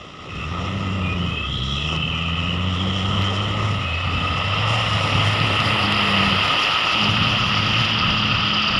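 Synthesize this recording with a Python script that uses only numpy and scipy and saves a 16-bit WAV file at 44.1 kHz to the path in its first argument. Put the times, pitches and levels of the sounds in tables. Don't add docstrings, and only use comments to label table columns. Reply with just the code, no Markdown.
import sys
import numpy as np
from scipy import signal
from scipy.fft import rfft, irfft, next_fast_len
from scipy.io import wavfile
from scipy.ndimage import uniform_filter1d, map_coordinates

SR = 44100
rng = np.random.default_rng(int(sys.argv[2]) if len(sys.argv) > 2 else 0)


def put_to_file(sound):
    columns = np.atleast_2d(sound).T
    safe = np.clip(columns, -1, 1)
    whole_steps = np.round(safe * 32767)
    wavfile.write(sys.argv[1], SR, whole_steps.astype(np.int16))


def gain_from_db(level_db):
    decades = np.asarray(level_db, float) / 20
    return 10 ** decades


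N = 387638

# start_s, level_db
ROAR_LEVEL = [(0, -32.5), (.17, -34), (.4, -28.5), (.9, -27.5), (1.5, -28.5), (1.7, -29), (2.2, -27),
              (3.3, -24), (3.9, -24), (4.5, -21.5), (5, -20.5), (5.8, -20), (6.3, -18.5), (7.3, -20.5),
              (8.79, -20)]
# start_s, side (0 front, 1 flank, 2 tail)
FACING_SIDE = [(0, 0.048), (3.8, 0.3), (5.3, 0.82), (6.8, 1.34), (7.25, 1.4), (7.5, 1.5), (7.9, 1.55),
               (8.25, 1.65), (8.79, 1.77)]
# start_s, roughness (0-1)
ROUGHNESS = [(0, .22), (1.25, .22), (1.42, .8), (1.6, .2), (3.7, .25), (3.9, .55), (4.6, .45), (5.4, .45),
             (5.8, .3), (6.3, .3), (7, .55)]
# start_s, firing_hz, exhaust_level_db, bark_db (upper orders against the exhaust level)
ENGINE_COURSE = [(.29, 57.97, -61.5, -10), (.37, 67.98, -34, -2), (.52, 88, -31.5, 0),
                 (.8, 97.5, -27.5, -4), (1.24, 88, -27, 1), (1.38, 75, -29, 0), (1.6, 62, -28, 4.5),
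                 (1.92, 78, -31, 5), (2.9, 94, -24, -4), (3.7, 104.5, -24.5, -9), (3.88, 86.5, -28.5, -47),
                 (4.35, 92.5, -29, -9.5), (4.75, 109.5, -21.5, -32), (5.3, 101.6, -24.5, -22.5),
                 (5.8, 105, -28, 0.5), (6.25, 99, -31, 5.5), (7.15, 113, -27, -9.5),
                 (8.79, 107, -32.5, -28)]
# start_s, length_s, drop_db
PEDAL_LIFTS = [
    (1.3, .24, -4),
    (6.42, .58, -20),
    (8.45, .25, -11),
]
PEDAL_EDGE_S = 0.17


def unit(x):
    return x / np.sqrt(np.mean(np.abs(x) ** 2) + 1e-20)


def along(points, hz):
    f, v = np.transpose(points)
    return np.interp(np.log(hz + 1), np.log(f + 1), v)


def curves(rows, t=None):
    s, *cols = np.transpose(rows)
    if t is None:
        t = np.arange(N) / SR
    return [np.interp(t, s, c) for c in cols]


def spells(rows, t, edge_s=0.04):
    total_db = 0
    for s, length_s, db in rows:
        inside_s = np.minimum(t - s, s + length_s - t)
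        total_db = total_db + db * np.clip(inside_s / edge_s + 0.5, 0, 1)
    return total_db


def wobble(rate_hz):
    steps = np.arange(0, N + 32, 32)
    knots = rng.standard_normal(int(N * rate_hz / SR) + 4)
    return np.interp(np.arange(N), steps, map_coordinates(knots, [steps * rate_hz / SR]))


def filtered(x, db_at):
    m = 2 * next_fast_len(N // 2 + 4096)
    cepstrum = irfft(np.log(gain_from_db(db_at(np.fft.rfftfreq(m, 1 / SR)))), m)
    cepstrum[1:m // 2] *= 2
    cepstrum[m // 2 + 1:] = 0
    return irfft(rfft(x, m) * np.exp(rfft(cepstrum)), m)[..., :N]


def narrow(row, width_hz, steady=0):
    s, length_s, from_hz, to_hz, db = row
    u = np.linspace(0, 1, round(length_s * SR))
    pole = np.exp(-np.pi * width_hz * 1.5 / SR)
    white = rng.standard_normal((2, 2 * SR))
    fuzz = signal.lfilter([1], [1, -2 * pole, pole ** 2], white[0] + 1j * white[1])[-len(u):]
    carrier = np.exp(2j * np.pi * np.cumsum(from_hz + (to_hz - from_hz) * u) / SR)
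    band = np.real(carrier * unit(steady + unit(fuzz)))
    swell = np.clip(np.minimum(u, 1 - u) / 0.22, 0, 1)
    x = np.zeros(N)
    x[round(s * SR):][:len(u)] = np.sqrt(2) * gain_from_db(db) * band * swell
    return x


def firings():
    firing_hz = curves(ENGINE_COURSE)[0]
    return np.cumsum(firing_hz * (1 + curves(ROUGHNESS)[0] * wobble(25) / 13)) / SR


def engine(t):
    firing_hz, level_db, bark_db = curves(ENGINE_COURSE, t)
    return firing_hz, level_db + spells(PEDAL_LIFTS, t, PEDAL_EDGE_S), bark_db


def hum():
    # start_s, pitch_hz, level_db, unsteadiness (0-1)
    hum_tone = (6.9, 210, -33.5, .018)
    s, hz, db, unsteady = hum_tone
    tone = np.cos(2 * np.pi * np.cumsum(hz * (1 + unsteady * (wobble(6) + wobble(20)))) / SR)
    fade_in = np.clip((np.arange(N) / SR - s) / 0.13, 0, 1)
    return np.sqrt(2) * gain_from_db(db + 2.4 * wobble(8.3)) * tone * fade_in


def hydraulics(count):
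    # start_s, length_s, from_hz, to_hz, level_db
    thin_whines = [
        (.3, 0.673, 2460, 2470, -53),
        (1.0, .18, 2410, 2500, -35.5),
        (1.22, .28, 2490, 2660, -40),
        (3.76, .6, 2530, 2650, -38.5),
        (4.2, .85, 2630, 2900, -41),
        (3.6, 1.3, 2860, 3170, -45),
        (2.101, .25, 2400, 2480, -40),
        (.8, .35, 2700, 2780, -48),
    ]
    # start_s, length_s, from_hz, to_hz, level_db
    broad_howls = [
        (1.11, .55, 2880, 3400, -41.5),
        (1.4, .55, 3280, 3320, -36.5),
        (1.65, 1.1, 3090, 2900, -38.5),
        (2.55, 1.1, 3400, 2960, -41),
        (1.47, 0.44, 3860, 3880, -42.5),
        (1.6, .37, 5900, 5900, -52),
        (2.45, 1.1, 2970, 3150, -43),
        (1.65, 1.05, 2660, 2560, -40),
        (.27, .22, 2500, 2700, -45),
    ]
    whines = sum(narrow(row, width_hz=62, steady=0.71) for row in thin_whines)
    howls = sum(narrow(row, width_hz=row[2] ** 2 / 52000) for row in broad_howls)
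    beat = 1 + 0.35 * np.cos(2 * np.pi * count)
    return gain_from_db(3.0) * (whines + beat * howls)


def stones():
    # start_s, peak_db (6-11 kHz), top_db (top end against the peak)
    stone_ticks = [(1.9634, -44, -30), (5.0754, -35, -30), (5.1444, -39, -30), (5.2124, -47, -33),
                   (5.4014, -39, -32), (5.9664, -41, -23), (6.4794, -34, -36), (7.1732, -43, -27),
                   (7.2824, -40, -26), (7.7393, -43, -23), (7.8494, -40, -26)]
    # start_s, peak_db (6-11 kHz), top_db (top end against the peak)
    sharp_snaps = [
        (3.2216, -44, 3),
        (5.6027, -33, -28),
        (5.9234, -32, -20),
        (8.7844, -52, -4),
    ]
    x, t = np.zeros((2, N + SR)), np.arange(600) / SR
    for s, db, top_db in [*stone_ticks, *sharp_snaps]:
        decay_db = db + np.array([[0], [top_db]]) - 60 * t / 0.005
        x[:, round(s * SR):][:, :len(t)] += gain_from_db(decay_db) * rng.standard_normal(len(t))
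    body_db = [(1000, -14), (4000, 33), (8000, 13), (11000, 5), (13000, -39)]
    top_end_db = [(8000, -30), (11500, 20), (15000, 20)]
    body = filtered(x[0, :N], lambda hz: along(body_db, hz))
    for s, db, _ in sharp_snaps:
        body[round(s * SR):][:4] += gain_from_db(db + 23)
    return body + filtered(x[1, :N], lambda hz: along(top_end_db, hz))


def turbocharger():
    # start_s, length_s, from_hz, to_hz, level_db
    spool_ups = [
        (.6, .6, 5700, 8440, -56),
        (1.196, 0.66, 8950, 12000, -69),
        (3.86, .4, 4150, 5000, -44.5),
        (4.1, 1.35, 4890, 5670, -41.5),
    ]
    return sum(narrow(row, width_hz=420) for row in spool_ups)


def clatter(count):
    # side (0-2), level_db
    level_by_side = [(0, -23), (.3, -26), (1, -10.5), (2, -6)]
    turn = count / 3
    strength = gain_from_db(6 * rng.standard_normal(N // 500).clip(-2, 1.6))[turn.astype(int)]
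    gate = 1.3 + strength * np.sin(np.pi * (turn % 1) ** 0.7) ** 2
    jingle = gate * gain_from_db(0.72 * wobble(14)) * rng.standard_normal(N)
    ring = filtered(jingle, lambda hz: -20 * np.log10(1 + ((hz - 4750) / 400) ** 2))
    side_db = curves(level_by_side, curves(FACING_SIDE)[0])[0]
    return gain_from_db(curves(ROAR_LEVEL)[0] + side_db - 3) * unit(ring)


def roar(count):
    # pitch_hz, level_db (per Hz)
    front_view = [(350, 8), (900, -6), (1250, 3), (1620, -7.5), (2000, -2), (2320, -8.5), (2900, -7),
                  (3800, -10), (4600, -20.5), (5500, -11.5), (7500, -19.5), (10000, -39), (12500, -62),
                  (15500, -74)]
    flank_view = [(250, 4.5), (450, 1), (900, 1.5), (1600, 3), (3000, 0.5), (4600, -15), (5800, -22.5),
                  (7500, -26), (10000, -28.5), (12500, -33.5), (15500, -30)]
    tail_view = [(250, 12.5), (450, -7.5), (900, -4), (1550, 5), (2000, -6), (3000, 5.5), (4600, -15.5),
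                 (5800, -11), (6800, -22.5), (8000, -49), (10000, -40), (12500, -42), (15500, -41)]
    # start_s, length_s, lift_db
    earth_slides = [
        (.58, 0.11, 4),
        (1.88, 0.095, 4),
        (0, 0.31, 3),
    ]
    # start_s, length_s, drop_db
    digger_lulls = [
        (1.97, .7, -6),
        (3.765, 0.35, -6.5),
        (4.153, 0.865, -10.5),
    ]
    # start_s, length_s, lift_db
    air_bursts = [
        (1.52, .45, 9),
        (2.72, 1.0, 4.5),
        (4.68, 0.676, 9.5),
        (5.36, 2.55, 7),
        (6.45, 0.83, 2),
        (7.65, 0.17, 0.5),
        (8.25, .6, -0.5),
    ]
    firing_beat = np.cos(2 * np.pi * count) * curves([(0, 0.8), (3.7, 0.55), (5, 0.53)])[0]
    beat = 1 + 0.25 * firing_beat + 0.091 * np.cos(2 * np.pi * count / 3)
    hz, t, z = signal.stft(rng.standard_normal(N) * beat, SR, nperseg=512)
    level_db, side = curves(ROAR_LEVEL, t)[0], curves(FACING_SIDE, t)[0]
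    firing_hz, pipe_db, bark_db = engine(t)

    slide_db = spells(earth_slides, t)
    throb_db = -15 + 0.17 * (pipe_db + bark_db - level_db + 8) + slide_db + spells(digger_lulls, t)
    drone_db = -8 + 10.5 * np.log2(firing_hz / 100) - 3 * side + slide_db
    hiss_db = -25 + spells(air_bursts, t)
    gusts_db = uniform_filter1d(rng.standard_normal(len(t)), size=6) * 5.5

    shares = [np.clip(1 - abs(side - k), 0, 1) for k in range(3)]
    views = (front_view, flank_view, tail_view)
    colour_db = sum(np.outer(along(view, hz), share) for view, share in zip(views, shares))
    colour_db = colour_db / (sum(shares) + 1e-9)
    throb_band = along([(400, 0.77), (480, 0.028)], hz)
    drone_band = along([(400, 0.16), (480, 0.82), (1000, 1), (1200, 0.27)], hz)
    hiss_band = along([(3600, 0.0061), (5500, 0.79), (10000, 0.59), (13000, 0.59)], hz)
    colour_db += np.outer(throb_band, throb_db + 9)
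    colour_db += np.outer(drone_band, drone_db + 10.5)
    colour_db += np.outer(hiss_band, hiss_db + 25.5 + gusts_db)

    patches = uniform_filter1d(rng.standard_normal(z.shape), size=8, axis=0)
    patches = unit(uniform_filter1d(patches, size=10, axis=1))
    colour_db += along([(170, -42), (260, 1.5)], hz)[:, None]
    colour_db += along([(1000, 1.0), (5000, 0.85)], hz)[:, None] * patches
    return signal.istft(z * gain_from_db(colour_db + level_db + 4), SR, nperseg=512)[1][:N]


def exhaust(count):
    # order (multiple of firing rate), level_db (under the 1st order)
    side_orders = [(.3333, -22), (.6667, -18), (1.3333, -18), (1.5, -14), (1.6667, -20), (2.5, -24)]
    # pitch_hz, level_db (per Hz)
    rumble_colour = [(12, -37), (25, -1), (42, -15.5), (60, -0.5), (100, 4), (170, 2.5), (230, -5),
                     (290, -8), (450, -47.5)]
    pipe_hz, pipe_width_hz, pipe_peak_db = 195, 80, 8
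    turn_hz, turn_width_hz = 170, 40
    t = np.arange(N) / SR
    firing_hz, level_db, bark_db = engine(t)
    rough = curves(ROUGHNESS)[0]

    def pipe_db(hz):
        return pipe_peak_db / (1 + (2 * (hz - pipe_hz) / pipe_width_hz) ** 2) - pipe_peak_db

    def tone(order, db):
        hz = order * firing_hz
        lag = (order > 1) * np.arctan2(hz * turn_width_hz, turn_hz ** 2 - hz ** 2)
        return np.sqrt(2) * gain_from_db(db + 4.5 * rough * wobble(14)) * np.cos(2 * np.pi * order * count - lag)

    second_db = level_db + bark_db + pipe_db(2 * firing_hz)
    third_db = level_db + 0.46 * bark_db + pipe_db(3 * firing_hz) - 9
    main = tone(1, level_db) + tone(2, second_db) + tone(3, third_db)
    uneven = sum(tone(order, level_db + db - 13.0) for order, db in side_orders)

    rumble_db = -24 + 0.25 * (level_db + 28.5) + 2.5 * curves(FACING_SIDE)[0]
    rumble_db += 4.5 * (rough - 0.4) + 0.046 * spells(PEDAL_LIFTS, t, PEDAL_EDGE_S)
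    rumble = filtered(rng.standard_normal(N), lambda hz: along(rumble_colour, hz))
    rumble = unit(rumble * gain_from_db(2.65 * wobble(8.3)))
    return main + uneven + gain_from_db(rumble_db - 7) * rumble


def scene():
    count = firings()
    behind = hum() + hydraulics(count) + stones()
    truck = turbocharger() + clatter(count) + roar(count) + exhaust(count)
    return (behind + truck)[None]


def microphone(dry):
    # centre_hz, width_hz, gain_db
    housing_peaks = [(1261, 123, 10), (1602, 290, -10.5), (1980, 320, 3), (2334, 450, -7), (2648, 590, 8.5),
                     (3156, 410, 5), (4470, 545, -5), (4960, 250, 1), (6310, 640, -11.5), (6900, 600, -0.5),
                     (8050, 1020, -10), (13270, 3760, -17), (15000, 900, -9)]

    def housing_db(hz):
        return sum(db / (1 + (2 * (hz - centre) / width) ** 2) for centre, width, db in housing_peaks)

    return filtered(dry, housing_db) + gain_from_db(-88) * rng.standard_normal(dry.shape)


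def band_limit(x):
    return signal.sosfilt(signal.butter(12, 16850, fs=SR, output="sos"), x)


def record(dry):
    mix = filtered(microphone(dry), lambda hz: -70.0 * (hz > 15520))
    return band_limit(mix)


dry = scene()
out = record(dry)
put_to_file(out)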